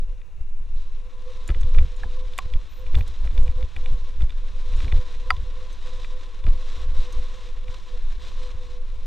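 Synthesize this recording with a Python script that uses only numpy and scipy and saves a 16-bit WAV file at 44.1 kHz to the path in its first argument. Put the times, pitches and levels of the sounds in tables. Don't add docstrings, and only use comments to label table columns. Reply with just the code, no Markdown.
import sys
import numpy as np
from scipy import signal
from scipy.fft import rfft, irfft
from scipy.io import wavfile
from scipy.ndimage import uniform_filter1d

SR = 44100
rng = np.random.default_rng(int(sys.argv[2]) if len(sys.argv) > 2 else 0)


def master(y):
    cut = np.clip(np.atleast_2d(y).T, -1, 1)
    pcm = np.round(cut * 32767)
    wavfile.write(sys.argv[1], SR, pcm.astype(np.int16))


N = 399546


def amp(db):
    return 10 ** (np.asarray(db) / 20)


def evened(x):
    return x / np.sqrt(np.mean(x ** 2) + 1e-20)


def curve(rows):
    s, level = np.transpose(rows)
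    return np.interp(np.arange(N) / SR, s, level)


def coloured(points):
    f, db = np.transpose(points)
    hz = np.fft.rfftfreq(N, 1 / SR)
    gain = amp(np.interp(np.log(hz + 1), np.log(f + 1), db))
    return evened(irfft(rfft(rng.standard_normal(N)) * gain, N))


def wander(hz):
    band = signal.butter(1, [hz / 4, hz], "bandpass", fs=SR, output="sos")
    return evened(signal.sosfilt(band, rng.standard_normal(N)))


def steadied(x, seconds, share):
    power = uniform_filter1d(x ** 2, int(seconds * SR)) + 0.097
    return evened(x / power ** (share / 2))


def resonate(x, hz, width):
    r = np.exp(-np.pi * width / SR)
    pole = r * np.exp(2j * np.pi * hz / SR)
    return 2 * signal.lfilter([1 - r], [1, -pole], x).real


def ring(hz, db, t60, phase, rise_cycles):
    t = np.arange(5000)[:, None] / SR
    modes = amp(db - 60 * t / t60) * np.sin(2 * np.pi * (hz * t + phase))
    return (modes * (1 - np.exp(-hz * t / rise_cycles))).sum(1)


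def add(mix, s, sound):
    part = mix[round(s * SR):][:len(sound)]
    part += sound[:len(part)]


# peak_s, level_db, lasts_s
BUMPS = [(0.414, -20, 0.034), (1.512, -5, 0.019), (1.611, -13, 0.18), (1.781, -7.5, 0.12),
         (2.076, -22, 0.21), (2.459, -17.5, 0.075), (2.561, -11.5, 0.062), (2.987, -9.5, 0.16),
         (3.306, -15.5, 0.103), (3.385, -9, 0.27), (3.6, -15, 0.079), (3.81, -18, 0.11),
         (3.927, -12.5, 0.09), (4.224, -12, 0.09), (4.754, -12.5, 0.2), (4.96, -8.5, 0.06),
         (5.404, -21, 0.43), (6.492, -7.5, 0.072), (6.906, -14, 0.1), (6.992, -11.5, 0.052),
         (7.194, -13.5, 0.05), (8.559, -27, 0.41)]
ROCK_FADE_DB = 18


def rocking():
    t = np.arange(0, N / SR, .002)
    power = sum(amp(db - ROCK_FADE_DB * abs(t - s) / lasts) ** 2 for s, db, lasts in BUMPS)
    return np.interp(np.arange(N) / SR, t, np.sqrt(power))


# pitch_hz, relative level_db (per Hz)
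APART = [(33, 4), (150, -4), (735, -21), (2700, -42), (13000, -30.5)]


def channel_noise():
    return (amp(-79.0) + amp(-65.5) * rocking()) * coloured(APART)


# pitch_hz, relative level_db (per Hz)
AIR = [(100, 16.5), (250, -1), (2000, -10.5), (2850, -4), (3150, -32), (6300, -16.5), (9000, -26.5),
       (15000, -30)]
AIR_DB = -54.5


def air():
    return amp(AIR_DB + 0.53 * wander(23)) * coloured(AIR)


# start_s, end_s, level_db
GRAZES = [(2.7, 2.825, -67), (2.955, 3.028, -64)]
GRAZE_FADE_S = .012


def grazes():
    narrow = resonate(resonate(rng.standard_normal(N), 14400, 1100), 13500, 1800)
    hiss = evened(narrow * amp(2.6 * wander(80)))
    t = np.arange(N) / SR
    touch = np.zeros(N)
    for start, end, db in GRAZES:
        held = np.tanh((t - start) / GRAZE_FADE_S) - np.tanh((t - end) / GRAZE_FADE_S)
        touch += amp(db) * held / 2
    return hiss * touch


# start_s, level_db, pitch_hz, ring_db (against level_db)
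TICKS = [(1.477, -32, 7070, -6.5), (1.6095, -38, 6470, -8), (1.964, -47, 6840, -4), (2.38, -24, 8240, -28),
         (2.387, -24.5, 6800, -29), (3.079, -37, 7000, -16), (3.432, -42, 6800, -9), (4.765, -48, 6900, -2),
         (4.8314, -42, 6570, -15), (5.7279, -43, 6300, -5), (7.1254, -35, 6340, -8)]


def ticks():
    out = np.zeros(N)
    cracks = rng.standard_normal((len(TICKS), 800)) * np.exp(-np.arange(800) / 80)
    bright = signal.butter(2, [4000, 13000], "bandpass", fs=SR, output="sos")
    for (s, level_db, hz, ring_db), crack in zip(TICKS, cracks):
        modes = ring(hz * np.array([1, 1.28]), np.array([0., -5.]), 0.044, 0, 11.0)
        pitched = .5 * crack + 5.3 * resonate(crack, hz, 1600)
        add(out, s, amp(level_db + ring_db) * modes)
        add(out, s, amp(level_db - 12.0) * signal.sosfilt(bright, pitched))
    return out


# start_s, peak_db, from_hz, to_hz, lasts_s
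SLIP = (2.036, -40.5, 1450, 720, .015)


def slip():
    out, (s, peak_db, from_hz, to_hz, lasts) = np.zeros(N), SLIP
    u = np.arange(0, lasts, 1 / SR) / lasts
    hz = to_hz + (from_hz - to_hz) * (1 - u) ** 2
    tone = np.sin(2 * np.pi * np.cumsum(hz) / SR)
    add(out, s, amp(peak_db) * np.sqrt(np.sin(np.pi * u)) * tone)
    return out


RATTLES_PER_S = 1700
RATTLE_DB, RATTLE_SPREAD_DB = -56.5, 1


def rattle():
    hz, db, t60 = np.transpose(MOUNT)
    struck = rng.random(N) < RATTLES_PER_S * rocking() ** 3 / SR
    taps = amp(RATTLE_SPREAD_DB * np.minimum(rng.exponential(1, N), 3)) * struck
    spot = rng.integers(0, 4, N)
    out = np.zeros(N)
    for k, colour_db in enumerate(2.95 * rng.standard_normal((4, len(MOUNT)))):
        mode_db = db + colour_db - 15.0 * (hz > 4400) - 6.0 * (hz < 900)
        out += signal.oaconvolve(taps * (spot == k), ring(hz, mode_db, 0.9 * t60, 0, 0.064))[:N]
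    return amp(RATTLE_DB) * out


# pitch_hz, relative level_db, t60_s (time to die by 60 dB)
MOUNT = [(763, 7, 0.04), (1016, -9, 0.14), (1124, 3.5, 0.03), (1285, 6, 0.017), (1716, -4, 0.015),
         (2000, 9.5, 0.0081), (2350, 10, 0.0077), (2840, -1.5, 0.015), (3496, 1.5, 0.013),
         (4100, -5, 0.0079), (4754, 3.5, 0.024)]
BLOWS = {"thin": (3500, 10, 775, -34, -24, -15, 2), "plain": (2400, 9, 775, -20, -33, -20, 5),
         "round": (2000, 4.5, 1280, -8.5, -37, -22.5, 3.5), "dull": (1700, 10, 1290, -8, -27, -19.5, 3.5),
         "hollow": (1650, 39, 775, -26, -49, -30, 2), "clack": (2250, 2.5, 1110, 4.5, -15, -14, 0.45),
         "clank": (1990, 13, 1280, 0, -15.5, -19.5, 4)}
# start_s, level_db, kind of blow
KNOCKS = [(0.2156, -44.5, "round"), (1.4899, -22, "dull"), (1.502, -23.5, "dull"), (1.546, -31, "round"),
          (1.613, -37, "dull"), (1.632, -35, "thin"), (1.7473, -28.5, "dull"), (1.784, -19.5, "round"),
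          (1.7896, -25, "plain"), (2.034, -15, "hollow"), (2.3355, -35, "thin"), (2.378, -29, "thin"),
          (2.3876, -24.5, "clack"), (2.537, -28.5, "thin"), (2.8647, -33.5, "plain"),
          (2.945, -24.5, "dull"), (2.952, -20.5, "thin"), (3.0084, -25.5, "plain"), (3.274, -33.5, "round"),
          (3.3773, -26.5, "thin"), (3.478, -29.5, "plain"), (3.627, -32.5, "thin"), (3.764, -22, "plain"),
          (3.859, -23.5, "plain"), (4.207, -32.5, "dull"), (4.22, -32.5, "thin"), (4.295, -37, "thin"),
          (4.3046, -32.5, "thin"), (4.737, -38, "round"), (4.803, -26, "dull"), (4.844, -29, "dull"),
          (4.88, -28, "plain"), (4.9177, -29, "plain"), (4.923, -24, "round"), (5.141, -38, "plain"),
          (5.3047, -5, "clank"), (5.366, -35.5, "thin"), (6.0457, -30.5, "round"), (6.44, -35, "thin"),
          (6.4663, -26, "dull"), (7.681, -31, "plain")]
DETUNE, UNEVEN_DB = .012, 1.2


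def knocks():
    out, (hz, db, t60) = np.zeros(N), np.transpose(MOUNT)
    phases = rng.random((len(KNOCKS), len(MOUNT)))
    spreads = rng.standard_normal((len(KNOCKS), 2, len(MOUNT)))
    broad = signal.butter(2, [800, 7000], "bandpass", fs=SR, output="sos")
    cracks = signal.sosfilt(broad, rng.standard_normal((len(KNOCKS), 900))) * np.exp(-np.arange(900) / 90)

    def distance(struck_hz):
        nearest = hz[np.argmin(abs(hz - struck_hz))]
        return np.sqrt(abs(np.log2(hz / nearest)))

    for (s, level_db, kind), phase, (off, uneven), crack in zip(KNOCKS, phases, spreads, cracks):
        upper_hz, fall_db, lower_hz, lower_db, top_db, crack_db, rise_cycles = BLOWS[kind]
        lower_modes_db = lower_db - 23 * distance(lower_hz)
        upper_modes_db = -abs(fall_db) * distance(upper_hz)
        weight_db = np.select([hz < 1500, hz < 4400], [lower_modes_db, upper_modes_db], top_db)
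        mode_db = db + weight_db + UNEVEN_DB * uneven
        add(out, s, amp(level_db) * ring(hz * (1 + DETUNE * off), mode_db, t60, 0.13 * phase, rise_cycles))
        add(out, s, amp(level_db + crack_db) * crack)
    return out


# pitch_hz, width_hz, relative level_db
HUM = [(500.3, 12.5, 2.5), (1010, 16, -10), (1103, 43, -11)]
# time_s, level_db (before the level of each mode)
HUMMING = [(0.06, -63.5), (0.42, -78), (0.8, -61), (1.03, -64), (1.16, -55.5), (1.21, -60), (1.29, -44.5),
           (1.42, -62), (1.8, -48), (1.9, -60), (2.25, -52), (2.44, -65.5), (2.54, -51), (2.72, -74),
           (2.82, -53), (3.3, -62.5), (3.43, -48), (3.53, -55.5), (3.62, -46), (3.69, -73), (3.88, -50.5),
           (4.26, -63.5), (5.0, -55.5), (5.12, -58), (5.27, -49), (5.38, -60.5), (5.62, -49), (5.81, -70.5),
           (5.88, -51.5), (6.15, -56.5), (7.09, -53), (7.5, -55), (7.61, -67), (7.74, -49.5), (7.82, -68),
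           (7.94, -49), (8.02, -68), (8.43, -53), (9.0, -63)]


def housing_hum(dull_db):
    hum_db = curve(HUMMING)
    (hz, width, low_db), *upper = HUM
    low = resonate(resonate(rng.standard_normal(N), hz, width), hz, 3 * width)
    low = steadied(low, .07, 1.1)
    high = sum(amp(db) * evened(resonate(rng.standard_normal(N), hz, width)) for hz, width, db in upper)
    return amp(hum_db + low_db) * low + amp(0.69 * dull_db + 0.27 * hum_db + 3.5) * high


# pitch_hz, relative level_db (per Hz)
HISS = [(90, -34), (150, -3), (420, -1.5), (860, -7.5), (1500, -4.5), (2100, -5.5), (3200, -4.5),
        (3700, -1), (4200, -3.5), (4450, -15), (4770, -8.5), (5100, -12.5), (5500, -10), (6400, -14.5),
        (8500, -22), (10000, -34.5), (15000, -40.5)]
# time_s, level_db (before a few dB of make-up gain)
ROLL = [(0.06, -70), (0.4, -76.5), (0.65, -71), (0.8, -61.5), (1.07, -66.5), (1.33, -58.5), (1.38, -58.5),
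        (1.5, -57), (2.25, -57), (2.75, -60.5), (3.05, -56.5), (3.5, -59.5), (3.94, -56.5), (4.3, -63),
        (4.8, -50.5), (5.05, -54.5), (5.41, -58), (5.46, -55.5), (5.53, -61.5), (5.57, -56.5),
        (5.75, -55.5), (5.86, -53.5), (6.1, -52), (6.15, -61), (6.22, -53), (6.33, -62), (6.43, -60),
        (6.5, -56.5), (6.77, -50.5), (6.84, -53), (6.88, -61), (6.96, -50.5), (7.24, -53.5), (7.29, -55),
        (7.36, -51.5), (7.53, -56.5), (7.58, -63), (7.67, -59), (7.72, -53.5), (8.08, -60), (8.12, -54.5),
        (8.19, -62), (8.22, -49), (8.38, -55), (8.44, -49.5), (8.55, -62), (8.64, -54.5), (8.77, -59),
        (8.8, -66.5), (8.88, -61), (9.03, -61)]
BRIGHT_HZ, DULL_SHARE = 3070, 0.44


def tyres():
    hiss_db = curve(ROLL)
    grit = amp(2.5 * np.minimum(rng.exponential(1, N), 2)) * (rng.random(N) < 90 / SR)
    grit = signal.oaconvolve(grit, np.exp(-np.arange(400) / 90))[:N]
    hiss = evened(coloured(HISS) * amp(1.49 * wander(10.6)) * (1 + 0.45 * grit))
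    dull = signal.sosfiltfilt(signal.butter(2, BRIGHT_HZ, fs=SR, output="sos"), hiss)
    bright = hiss - dull
    slow_db = uniform_filter1d(hiss_db, int(.7 * SR))
    dull_db = slow_db + DULL_SHARE * (hiss_db - slow_db)
    return amp(hiss_db + 4.0) * bright + amp(dull_db + 3.5) * dull + housing_hum(dull_db)


# (against the thud, before 20 dB of make-up)
THUDS = [(1.503, -17.5, 83.6, -21.5), (1.569, -19.5, 56, -30), (1.646, -15.5, 60, -51),
         (1.736, -33, 78, -25), (1.786, -9, 60.5, -38), (1.817, -8.5, 53.3, -57), (1.847, -17.5, 64.6, -52),
         (2.063, -29, 57, -20.5), (2.461, -22, 60, -40), (2.555, -20, 61, -44), (2.877, -29, 50.5, -46),
         (2.947, -17, 72, -31), (2.967, -11, 74, -35), (2.988, -18.5, 72, -30), (3.01, -18, 76, -42),
         (3.294, -30, 60, -40), (3.33, -25, 62.5, -38), (3.392, -14.5, 66, -33), (3.428, -23, 73, -34),
         (3.494, -15.5, 60, -45), (3.575, -24, 58.6, -50), (3.642, -19, 59, -38), (3.781, -28.5, 62, -24),
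         (3.926, -26, 78, -38), (4.236, -13, 67.5, -44), (4.74, -27, 79, -34), (4.781, -24, 49, -45),
         (4.843, -23, 59.4, -25), (4.877, -25.5, 97, -21), (4.935, -14.5, 59.6, -25),
         (4.99, -14.5, 64, -42), (5.381, -21.5, 52.6, -49), (5.435, -28, 57.3, -49),
         (6.455, -16.5, 43.6, -36), (6.478, -20.5, 77.5, -19), (6.895, -27, 55, -44), (7, -28, 64, -44),
         (7.695, -24.5, 59, -44), (8.553, -24.5, 51.6, -38)]
THUD_CYCLES, CRUNCH_LEAD_S = 0.54, 0.014


def thuds():
    out, t = np.zeros(N), np.arange(2600) / SR
    dull = signal.butter(2, [150, 480], "bandpass", fs=SR, output="sos")
    crunches = signal.sosfilt(dull, rng.standard_normal((len(THUDS), len(t))))
    crunches = crunches * t / 0.0071 * np.exp(1 - t / 0.0076)
    middle, fade = t.mean(), np.hanning(len(t))
    for (s, level_db, hz, crunch_db), crunch in zip(THUDS, crunches):
        cycles = hz * (t - middle)
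        narrow = fade / (1 + (cycles / THUD_CYCLES) ** 2) ** 2
        add(out, s - middle, -amp(level_db) * np.sin(2 * np.pi * cycles) * narrow)
        add(out, s - CRUNCH_LEAD_S, amp(level_db + crunch_db + 20.0) * crunch)
    return out


# pitch_hz, relative level_db (per Hz)
BUFFET = [(2, -13), (6, 3.5), (14, 16), (24, 5.5), (34, -4), (48, -15), (70, -58), (200, -100)]
# pitch_hz, relative level_db (per Hz)
JOLT = [(25, -56), (45, 9.5), (70, 1.5), (100, -15), (140, -18.5), (180, -47.5), (500, -42), (1500, -64),
        (4000, -130)]
# time_s, level_db
WIND = [(0.0, -19.5), (0.3, -33), (0.62, -15), (0.95, -25.5), (1.2, -29.5), (1.45, -29), (2.3, -23),
        (2.7, -32.5), (3.7, -25.5), (4.4, -21), (5.15, -27), (5.65, -30.5), (5.85, -22.5), (6.35, -25.5),
        (6.7, -24), (7.5, -25), (8.2, -20.5), (8.6, -27.5), (9.06, -21.5)]
JOLT_BUMP_DB, JOLT_WIND_DB = -14.5, -22


def shake():
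    wind_db, rocked = curve(WIND), rocking()
    buffet = evened(np.tanh(0.5 * steadied(coloured(BUFFET), 0.36, 0.18)))
    jolt = steadied(coloured(JOLT) * amp(3.22 * wander(6.5)), 0.13, 0.046)
    jolting = amp(wind_db + JOLT_WIND_DB) + amp(JOLT_BUMP_DB) * rocked
    return np.hypot(amp(wind_db), rocked) * buffet + jolting * jolt


def scene():
    mid = air() + grazes() + ticks() + slip() + rattle() + knocks() + tyres() + thuds() + shake()
    side = channel_noise()
    return np.array([mid + side, mid - side])


OFFSET = (-.0089, .0117)
EDGE_HZ = 15500


def record(dry):
    ceiling = 1.2
    soft = ceiling * np.tanh(dry / ceiling) + np.array(OFFSET)[:, None]
    lowpass = signal.firwin(511, EDGE_HZ, window=("kaiser", 9), fs=SR)
    return signal.oaconvolve(soft, lowpass[None], "same")


dry = scene()
out = record(dry)
master(out)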